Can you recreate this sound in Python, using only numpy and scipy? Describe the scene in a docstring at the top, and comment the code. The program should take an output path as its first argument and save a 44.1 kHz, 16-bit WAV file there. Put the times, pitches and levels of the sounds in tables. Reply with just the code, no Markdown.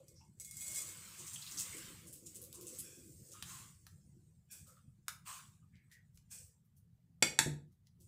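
"""Coarse sugar is spooned from a plastic bowl into a coated metal pan in a small kitchen, close to a phone.
Over a low outside rumble the spoon rubs, then crystals (random impacts) patter on the ringing pan until a heap
damps it at about 0.9 s. The stream and its crumbling clumps (noise bursts) run on to about 3.3 s; up to 6.3 s
come taps, rubs and single slides. At 7.2 and 7.4 s the spoon raps the rim (noise cracks, ringing modes) and
the pan rocks on its stand; a faint tap, slide and rub end it."""
import sys
import numpy as np
from scipy import signal
from scipy.fft import rfft, irfft, next_fast_len
from scipy.io import wavfile
from scipy.ndimage import uniform_filter1d

SR = 44100
rng = np.random.default_rng(int(sys.argv[2]) if len(sys.argv) > 2 else 0)


def master_out(mix):
    """Clip the mix to full scale and print it as 16-bit PCM to the path in sys.argv[1]."""
    frames = np.transpose(np.atleast_2d(mix))
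    ceiling = np.clip(frames, -1, 1)
    pcm = np.round(ceiling * 32767).astype(np.int16)
    wavfile.write(sys.argv[1], SR, pcm)


def nominal_scale(level):
    """Amplitude ratio for a level in decibels (scalar or array-like)."""
    x = np.asarray(level, float) / 20
    return 10 ** x


N = 356187

# sugar kept moving through the first pour and scoop: time_s, flow_db, dug_in_0_to_1
STREAM = [(0.0, -85.5, 1), (0.37, -88.5, 0.5), (0.46, -77.5, 0.5), (0.58, -63.5, 0.36), (0.76, -51.5, 0.3),
          (0.94, -62.5, 0.83), (1.22, -61, 0.82), (1.47, -60, 0.72), (1.69, -57, 0.77), (1.86, -61, 0.91),
          (2.05, -69, 0.88), (2.23, -71, 0.1), (2.34, -66.5, 0.37), (2.49, -74, 0.6), (2.77, -60.5, 0.38),
          (3.02, -68.5, 0.14), (3.2, -70.5, 0), (3.3, -67, 0.1), (3.36, -67.5, 0.75), (3.85, -80, 0.43),
          (4.4, -87.5, 0.6), (5.06, -89.5, 0.66), (6.2, -90.5, .8), (7.2, -100, 0.84)]
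# single slides of a spoonful: start_s, peak_db, dug_in_0_to_1, rise_s, run_out_s
SLIDES = [(3.42, -53.5, 0.9, 0.1, 0.49), (4.498, -60, 0.02, 0.019, 0.35), (4.659, -78, 0.74, 0.018, 0.38),
          (5.248, -55.5, 0.9, 0.024, 0.45), (6.298, -56.5, 0, 0.018, 0.38), (8.0, -78, 0.15, .02, 0.33)]
RUN_OUT_POWER = 1.65  # over 1: a slide holds, then ends ever faster
# colour of crystal patter: freq_hz, level_db
PATTER_COLOUR = [(2500, -67.5), (4500, -8), (6000, -3), (8000, 3.5), (10000, -5), (12000, -21.5),
                 (14000, -47.5)]
# colour of fine grains: freq_hz, level_db
FINES_COLOUR = [(8000, -8.5), (11000, -8.5), (13000, -0.5), (15300, 1), (15800, -45.5)]
# colour of the spoon crunching through sugar: freq_hz, level_db
CRUNCH_COLOUR = [(1200, -27.5), (2000, -3.5), (3000, -2.5), (4500, -6.5), (6500, -22.5)]
# hollow colour of the cup: freq_hz, level_db
CUP_COLOUR = [(400, -28.5), (800, -15), (1100, -2.5), (1600, -5.5), (2500, -27)]
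FINES_DB, CRUNCH_DB, CUP_DB = -8, -22, -29.5  # re the flow, spoon on the surface
CRUNCH_DUG_DB, CUP_DUG_DB = 20.5, 26  # gained when the spoon is dug in fully
GRAIN_PATCH_DB = 3

# modes of the thin pan base: freq_hz
BASE_HZ = [2169, 2455, 3413, 3957, 4425, 5001, 5900, 6013, 6681, 6977, 7154, 7660, 7784, 7935, 8312, 8597,
           8823, 9103, 9884, 10497, 11402, 12672, 13657, 14400]
# the same modes in order: width_hz, level_db
BASE_MODES = [(14, -1), (25, -14), (20, -11), (25, -14), (30, -13), (30, -10), (30, -9), (30, -8), (40, -7),
              (40, -5), (40, -4), (40, 0), (40, 0), (40, 0), (50, -6), (50, -7), (50, -3), (60, -9),
              (60, -11), (60, -14), (70, -13), (70, -15), (80, -18), (80, -16)]
BARE_DB, HEAP_S, HEAP_DB_PER_S = 3.5, 0.92, 145  # bare base re the flow; when and how fast the heap damps it

# clumps and single crystals landing: start_s, peak_db, centre_hz, first_tick_re_spray_db
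CLUMPS = [(0.0825, -59.5, 8700, 13.5), (0.399, -42.5, 7100, 6.5), (0.4477, -47, 8150, 11),
          (0.478, -62, 7800, 12), (0.5109, -49, 8900, 11.5), (0.5688, -45, 8500, 8),
          (0.6085, -37.5, 8000, 3), (0.7594, -34, 7800, 5), (1.1892, -31.5, 7400, -5),
          (1.266, -28, 7140, -2), (1.334, -28, 7600, 3.5), (1.4178, -32, 4270, 4), (1.4658, -30.5, 4280, 4),
          (1.513, -30.5, 6840, 5.5), (1.5732, -21, 6000, -5), (1.5908, -16, 7240, -3),
          (1.769, -31.5, 7900, 5), (2.0712, -36, 8400, 2.5), (2.1276, -39, 9800, 2),
          (2.149, -50, 8200, -11), (2.2588, -30.5, 7350, -13), (2.346, -39, 8850, -1),
          (2.3562, -36, 8000, 4), (2.417, -38, 10100, 4), (2.44, -44.5, 9300, 6), (2.5277, -43.5, 7500, 10),
          (2.5454, -34, 7700, 1), (2.611, -43, 9000, 5), (2.6689, -30.5, 7900, 3.5),
          (2.735, -45.5, 7900, -1), (2.7877, -26.5, 9600, -2), (3.318, -37, 7100, 4.5),
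          (4.513, -40, 9670, -1), (4.6683, -50, 7500, -4), (4.768, -63.5, 2500, 11),
          (5.756, -60.5, 2840, 7.5), (5.915, -46, 5300, -5), (6.144, -58, 9200, -11),
          (6.3116, -48, 7920, 4), (6.646, -66.5, 13200, -3), (6.766, -57.5, 10130, -2),
          (7.7208, -64, 7330, 0.5), (8.0024, -54, 8360, -4)]
CRUMBLE_T60_S = 0.11
CRUMBLE_OCTAVES, NARROWING_OCTAVES_PER_DB = 0.72, 0.1  # width at -40 dB; big clumps keep to a narrower band

# spoon on the rim: start_s, peak_db, tilt_db_per_octave, middle_modes_db
RAPS = [(7.2242, -12.5, -2.5, 14), (7.3889, -11, -1, -3)]
# the blow itself: freq_hz, level_db
CRACK_COLOUR = [(88, -48), (150, -12.5), (1210, -10.5), (1790, -1), (2550, -6.5), (3100, -14.5),
                (3490, -4.5), (4670, -8), (5050, -12.5), (5570, -6), (7620, -3.5), (14500, -18),
                (16000, -42.5)]
# rim modes ringing freely: freq_hz, free_t60_s
RIM_MODES = [(883, .1), (1780, .03), (2021, .1), (2229, .035), (2457, .04), (2880, .06), (3490, .035),
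             (4110, .05), (4651, .075), (5190, .04), (5700, .05), (6400, .05), (6970, .05), (7400, .025),
             (8037, .03), (8995, .04)]
# how strongly a blow drives each rim mode: level_db
RIM_DRIVE_DB = [-11.5, 2, -29.5, -4, -10.5, -20.5, -10.5, -19.5, -11.5, -23.5, -9, -20.5, -9.5, 5, 3.5, -6]
RIM_T60_FACTOR = 0.74  # the spoon lingers and shortens the ringing
# the pan jolts on its stand: start_s, peak_db
JOLTS = [(7.223, -38.5), (7.392, -37), (7.462, -30.5)]
# modes of pan and stand: freq_hz, level_db, t60_s
STAND_MODES = [(85, -10, .15), (149, -1, .2), (200, -5, .08), (237, -8, .12), (294, -6, .1), (345, -9, .12),
               (460, -10, .06), (614, -16, .05)]

# spoon against the bowl: start_s, peak_db, hollow_knock_re_peak_db
TAPS = [(3.425, -27, -19.5), (3.867, -40, -12.5), (5.082, -20.5, -17), (6.174, -44, -53), (7.87, -49, -37)]
# short rubs of spoon and fingers, each about one resonance: start_s, length_s, centre_hz, level_db
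RUBS = [(0.0, 0.027, 540, -60), (0.153, 0.082, 5500, -71.5), (0.202, 0.058, 908, -73.5),
        (0.206, 0.027, 2630, -79.5), (0.598, 0.32, 585, -74), (1.357, 0.012, 3170, -52),
        (1.722, 0.055, 2170, -60), (2.531, 0.13, 1060, -73.5), (2.559, 0.16, 343, -61.5),
        (3.336, 0.075, 1256, -66), (3.485, .17, 1130, -65), (4.657, 0.12, 1290, -76),
        (4.67, 0.086, 521, -73), (5.254, 0.14, 1104, -57), (4.762, 0.05, 1290, -75.5),
        (5.618, .05, 1235, -84), (5.718, 0.15, 1770, -84), (5.729, 0.11, 2170, -77.5),
        (5.906, 0.094, 1900, -68.5), (6.32, 0.19, 470, -80.5), (7.979, 0.06, 325, -73)]
RUB_WIDTH = 0.2  # resonance width over centre
# the spoon is tipped empty: start_s, length_s, level_db
TIPS = [(2.817, 0.21, -74), (4.494, .12, -74.5), (6.302, 0.1, -74)]
# what hums as it drains: centre_hz, width_hz, level_db
EMPTYING = [(1600, 240, -4), (2460, 250, 0), (3400, 260, -4), (5570, 310, -1)]

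# kitchen decay: freq_hz, t60_s
KITCHEN_T60 = [(150, 0.51), (1000, 0.33), (4000, .28), (12000, 0.27)]
# sound from outside: time_s, rumble_db, drone_db
OUTSIDE = [(0.0, -66.5, -72.5), (0.38, -64.5, -82.5), (0.88, -63, -70), (1.47, -63, -79.5),
           (1.85, -60.5, -60.5), (2.31, -63.5, -69.5), (2.81, -64.5, -63), (3.44, -61, -75),
           (3.88, -65, -82.5), (5.75, -66, -91.5), (7.15, -67.5, -99.5), (7.85, -70.5, -99.5),
           (8.077, -63.5, -87)]
# rumble colour: freq_hz, level_db
RUMBLE_COLOUR = [(12, -62), (20, -24.5), (37, -16.5), (56, -17.5), (86, -6.5), (166, -8.5), (193, -12),
                 (242, -21.5), (400, -40), (520, -80), (880, -120)]
# drone colour: freq_hz, level_db
DRONE_COLOUR = [(120, -26), (200, -1), (276, -0.5), (329, 6.5), (436, -5.5), (508, -1.5), (774, -34.5),
                (900, -40.5), (1170, -31.5), (1980, -120)]
# hiss colour: freq_hz, level_db
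HISS_COLOUR = [(180, -32), (300, -16.5), (379, -9), (494, -9.5), (546, -17), (614, -14), (1340, -21),
               (1640, -19.5), (2440, -24), (16000, -27.5)]
HISS_DB = -85
# microphone response: freq_hz, gain_db
MIC_RESPONSE = [(25, -9.5), (60, -0.5), (15400, 5.5), (15800, -10), (16600, -28), (16800, -90.5)]


def unit(x):
    """Scale to rms 1."""
    return x / np.sqrt(np.mean(x ** 2) + 1e-20)


def add(out, start_s, sound):
    """Mix a sound into out at its start time."""
    out[round(start_s * SR):][:len(sound)] += sound


def curves(rows):
    """One value per sample for each column after the time."""
    time_s, *columns = np.transpose(rows)
    return [np.interp(np.arange(N) / SR, time_s, column) for column in columns]


def along(points, hz):
    """Interpolate (Hz, value) points on a log frequency axis."""
    point_hz, values = np.transpose(points)
    return np.interp(np.log(hz + 1), np.log(point_hz + 1), values)


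def filtered(x, response):
    """x times a complex response of frequency."""
    size = next_fast_len(len(x) + 8192)
    return irfft(rfft(x, size) * response(np.fft.rfftfreq(size, 1 / SR)), size)[:len(x)]


def causal(gain):
    """Minimum-phase response with this gain, by folding the cepstrum."""
    cepstrum = irfft(np.log(gain + 1e-6))
    half = len(cepstrum) // 2
    folded = np.r_[cepstrum[0], 2 * cepstrum[1:half], np.zeros(len(cepstrum) - half)]
    return np.exp(rfft(folded))


def coloured(x, spectrum):
    """x through a causal (Hz, dB) colour, rms 1."""
    return unit(filtered(x, lambda hz: causal(nominal_scale(along(spectrum, hz)))))


def resonance(hz, centre_hz, width_hz):
    """Band-pass response of one damped resonance, 1 at its centre."""
    damping = 1j * hz * width_hz
    return damping / (centre_hz ** 2 - hz ** 2 + damping)


def patchy(x, depth_db):
    """Random streaks of gain, narrow in frequency and long in time."""
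    bins = signal.stft(x, nperseg=512)[2]
    field = uniform_filter1d(rng.standard_normal(bins.shape), size=3, axis=0)
    field = uniform_filter1d(field, size=12, axis=1)
    return signal.istft(bins * nominal_scale(depth_db * unit(field)), nperseg=512)[1][:N]


def crystals(rate_hz, spread_db, count=N):
    """Impacts at random moments, of scattered but bounded size, rms 1."""
    hit = rng.random(count) < rate_hz / SR
    size = np.minimum(rng.exponential(size=count), 3)
    return unit(hit * nominal_scale(spread_db * size) * rng.standard_normal(count))


def ring(modes, t):
    """Exponentially damped sine modes with a soft start."""
    tones = sum(nominal_scale(db - 60 * t / t60_s) * np.sin(2 * np.pi * hz * t) for hz, db, t60_s in modes)
    return tones * (1 - np.exp(-t / 0.0014))


def sugar():
    """Crystals stream over heap, bowl, spoon and bare pan; digging adds crunch and fills the cup."""
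    level, dug = flow()
    parts = [(PATTER_COLOUR, 0), (FINES_COLOUR, FINES_DB),
             (CRUNCH_COLOUR, CRUNCH_DB + CRUNCH_DUG_DB * dug), (CUP_COLOUR, CUP_DB + CUP_DUG_DB * dug)]
    stream = np.zeros(N)
    for colour, share_db in parts:
        grains = patchy(crystals(20000, spread_db=3.5), GRAIN_PATCH_DB)
        stream += nominal_scale(share_db) * coloured(grains, colour)
    heap_age_s = np.maximum(np.arange(N) / SR - HEAP_S, 0)
    bare = nominal_scale(BARE_DB - HEAP_DB_PER_S * heap_age_s)
    return level * stream + pan_base(level * bare * crystals(4300, spread_db=9.5))


def flow():
    """Level of the moving sugar and spoon depth: the steady stream plus slides that swell and die."""
    stream_db, dug = curves(STREAM)
    total, t = nominal_scale(stream_db), np.arange(N) / SR
    weighted = total * dug
    for start_s, db, depth, rise_s, run_out_s in SLIDES:
        age_s = np.maximum(t - start_s, 0)
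        swell = 1 - np.exp(-(age_s / rise_s) ** 2)
        slide = swell * nominal_scale(db - 60 * (age_s / run_out_s) ** RUN_OUT_POWER)
        total = total + slide
        weighted = weighted + slide * depth
    return total, np.clip(weighted / total, 0, 1)


def pan_base(force):
    """The thin base's modes rung by striking crystals; noise of rms 1 rings at rms 1."""
    def modes(hz):
        total = sum(nominal_scale(db) * resonance(hz, centre_hz, width_hz)
                    for centre_hz, (width_hz, db) in zip(BASE_HZ, BASE_MODES))
        return total / np.sqrt(np.mean(abs(total) ** 2))
    return filtered(force, modes)


def clumps():
    """Each landing is a first tick, then the clump crumbles as a gritty spray in its own band."""
    out, force, t = np.zeros(N + SR), np.zeros(N + SR), np.arange(SR // 4) / SR
    for start_s, db, centre_hz, tick_db in CLUMPS:
        octaves = np.clip(CRUMBLE_OCTAVES - NARROWING_OCTAVES_PER_DB * (db + 40), 0.3, 1)
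        grit = crystals(6000, spread_db=4, count=len(t))
        spray = (1 - np.exp(-t / 0.0059)) * nominal_scale(-60 * t / CRUMBLE_T60_S) * grit
        tick = nominal_scale(tick_db - 60 * t / 0.0068) * rng.standard_normal(len(t))
        blow = 0.31 * nominal_scale(db) * (tick + spray)

        def band(hz):
            hump = nominal_scale(-6 * (np.log2((hz + 1) / centre_hz) / octaves) ** 2)
            return causal(hump + 0.2 * (hz > 2500))
        add(out, start_s, filtered(blow, band))
        if start_s < HEAP_S:  # only the bare base rings
            add(force, start_s, nominal_scale(4.5) * blow)
    return out[:N] + pan_base(force[:N])


def raps():
    """The spoon cracks on the rim, which rings briefly, its middle modes by where the blow lands."""
    out, t = np.zeros(N + SR), np.arange(SR // 2) / SR
    mode_hz, free_t60_s = np.transpose(RIM_MODES)
    middle = (mode_hz > 2000) & (mode_hz < 6500)
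    for start_s, db, tilt_db, middle_db in RAPS:
        decay = nominal_scale(-60 * t / 0.013) + 0.15 * nominal_scale(-60 * t / 0.08)
        crack = rng.standard_normal(len(t)) * decay * (1 - np.exp(-t / 0.00062))

        def colour(hz):
            tilt = tilt_db * np.log2(np.clip(hz, 500, 9000) / 3000)
            return causal(nominal_scale(along(CRACK_COLOUR, hz) + tilt))
        modes = zip(mode_hz, RIM_DRIVE_DB + middle_db * middle, RIM_T60_FACTOR * free_t60_s)
        add(out, start_s, nominal_scale(db) * (1.39 * filtered(crack, colour) + 0.15 * ring(modes, t)))
    return out[:N]


def rocking():
    """The pan jolts on its stand and sets off low damped modes."""
    out, t = np.zeros(N + SR), np.arange(SR // 2) / SR
    for start_s, db in JOLTS:
        add(out, start_s, nominal_scale(db) * ring(STAND_MODES, t))
    return out[:N]


def taps():
    """Hard plastic taps: decaying noise about 4.5 kHz with the cup's hollow knock."""
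    out, t = np.zeros(N + SR), np.arange(SR // 4) / SR
    for start_s, db, knock_db in TAPS:
        blow = rng.standard_normal(len(t)) * (nominal_scale(-60 * t / 0.013) + 0.15 * nominal_scale(-60 * t / 0.064))

        def colour(hz):
            hard = nominal_scale(-4 * np.log2((hz + 1) / 4500) ** 2)
            hollow = nominal_scale(knock_db + 24.5 + along(CUP_COLOUR, hz))
            return causal(hard + hollow)
        add(out, start_s, 0.27 * nominal_scale(db) * filtered(blow, colour))
    return out[:N]


def rubs():
    """Soft rubs and the hums of the emptying spoon: resonant noise that swells and fades."""
    out = np.zeros(N + SR)
    events = [(s, length_s, hz, RUB_WIDTH * hz, db) for s, length_s, hz, db in RUBS]
    events += [(s, length_s, hz, width_hz, db + mode_db)
               for s, length_s, db in TIPS for hz, width_hz, mode_db in EMPTYING]
    for start_s, length_s, centre_hz, width_hz, db in events:
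        u = np.arange(SR // 2) / SR / length_s
        # two resonances in series
        rub = filtered(rng.standard_normal(len(u)), lambda hz: resonance(hz, centre_hz, width_hz) ** 2)
        add(out, start_s, nominal_scale(db) * unit(rub) * np.minimum(6 * u, 1) * np.exp(-1.5 * u ** 2))
    return out[:N]


def kitchen(x):
    """Tiled walls answer; each frequency dies at its own speed, with a new noise tail every 0.2 s."""
    out, step = np.zeros(N + SR), SR // 5
    for start in range(0, N, step):
        hz, t, bins = signal.stft(rng.standard_normal(SR // 2), SR, nperseg=256)
        decay = nominal_scale(-60 * t / along(KITCHEN_T60, hz)[:, None])
        tail = signal.istft(bins * decay, SR, nperseg=256)[1]
        wet = signal.fftconvolve(x[start:start + step], tail / np.linalg.norm(tail))
        out[start + 300:][:len(wet)] += wet  # 300 samples of delay
    return out[:N]


def outside():
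    """Low rumble and a passing drone through the walls, over a faint hiss: coloured, patchy noise."""
    def rush(spectrum, depth_db):
        return coloured(patchy(rng.standard_normal(N), depth_db), spectrum)
    rumble_db, drone_db = curves(OUTSIDE)
    rumble = nominal_scale(rumble_db) * rush(RUMBLE_COLOUR, 2.9)
    drone = nominal_scale(drone_db) * rush(DRONE_COLOUR, 4.6)
    hiss = nominal_scale(HISS_DB) * rush(HISS_COLOUR, 1.4)
    return rumble + drone + hiss


def scene():
    """Hits get a near wall's echo and the room; the stream's level already holds them."""
    hits = clumps() + raps() + rocking() + taps() + rubs()
    wall = np.roll(hits, round(0.0078 * SR))
    room = nominal_scale(-12.5) * wall + nominal_scale(-5.5) * kitchen(hits)
    return (sugar() + hits + room + outside())[None]


def suppress(x, over_db, floor_db, above_hz):
    """The phone's noise suppressor: bins near the steady background drop, leaving flickering streaks."""
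    hz, _, bins = signal.stft(x, SR, nperseg=512, noverlap=384)
    power = uniform_filter1d(abs(bins) ** 2, size=12, axis=-1)
    steady = np.quantile(power, q=0.1, axis=-1, keepdims=True)
    gain = np.maximum(1 - nominal_scale(over_db) * steady / (power + 1e-20), nominal_scale(floor_db))
    gain[:, hz < above_hz] = 1
    return signal.istft(bins * gain, SR, nperseg=512, noverlap=384)[1][:, :N]


def top_cut(x):
    """Nothing passes above the cut-off."""
    return signal.sosfilt(signal.butter(12, 16630, fs=SR, output="sos"), x)


def record(dry):
    """Microphone colour, then noise suppression."""
    heard = filtered(dry[0], lambda hz: causal(nominal_scale(along(MIC_RESPONSE, hz))))[None]
    mix = suppress(heard, over_db=0.5, floor_db=-8, above_hz=180)
    return top_cut(mix)


dry = scene()
out = record(dry)
master_out(out)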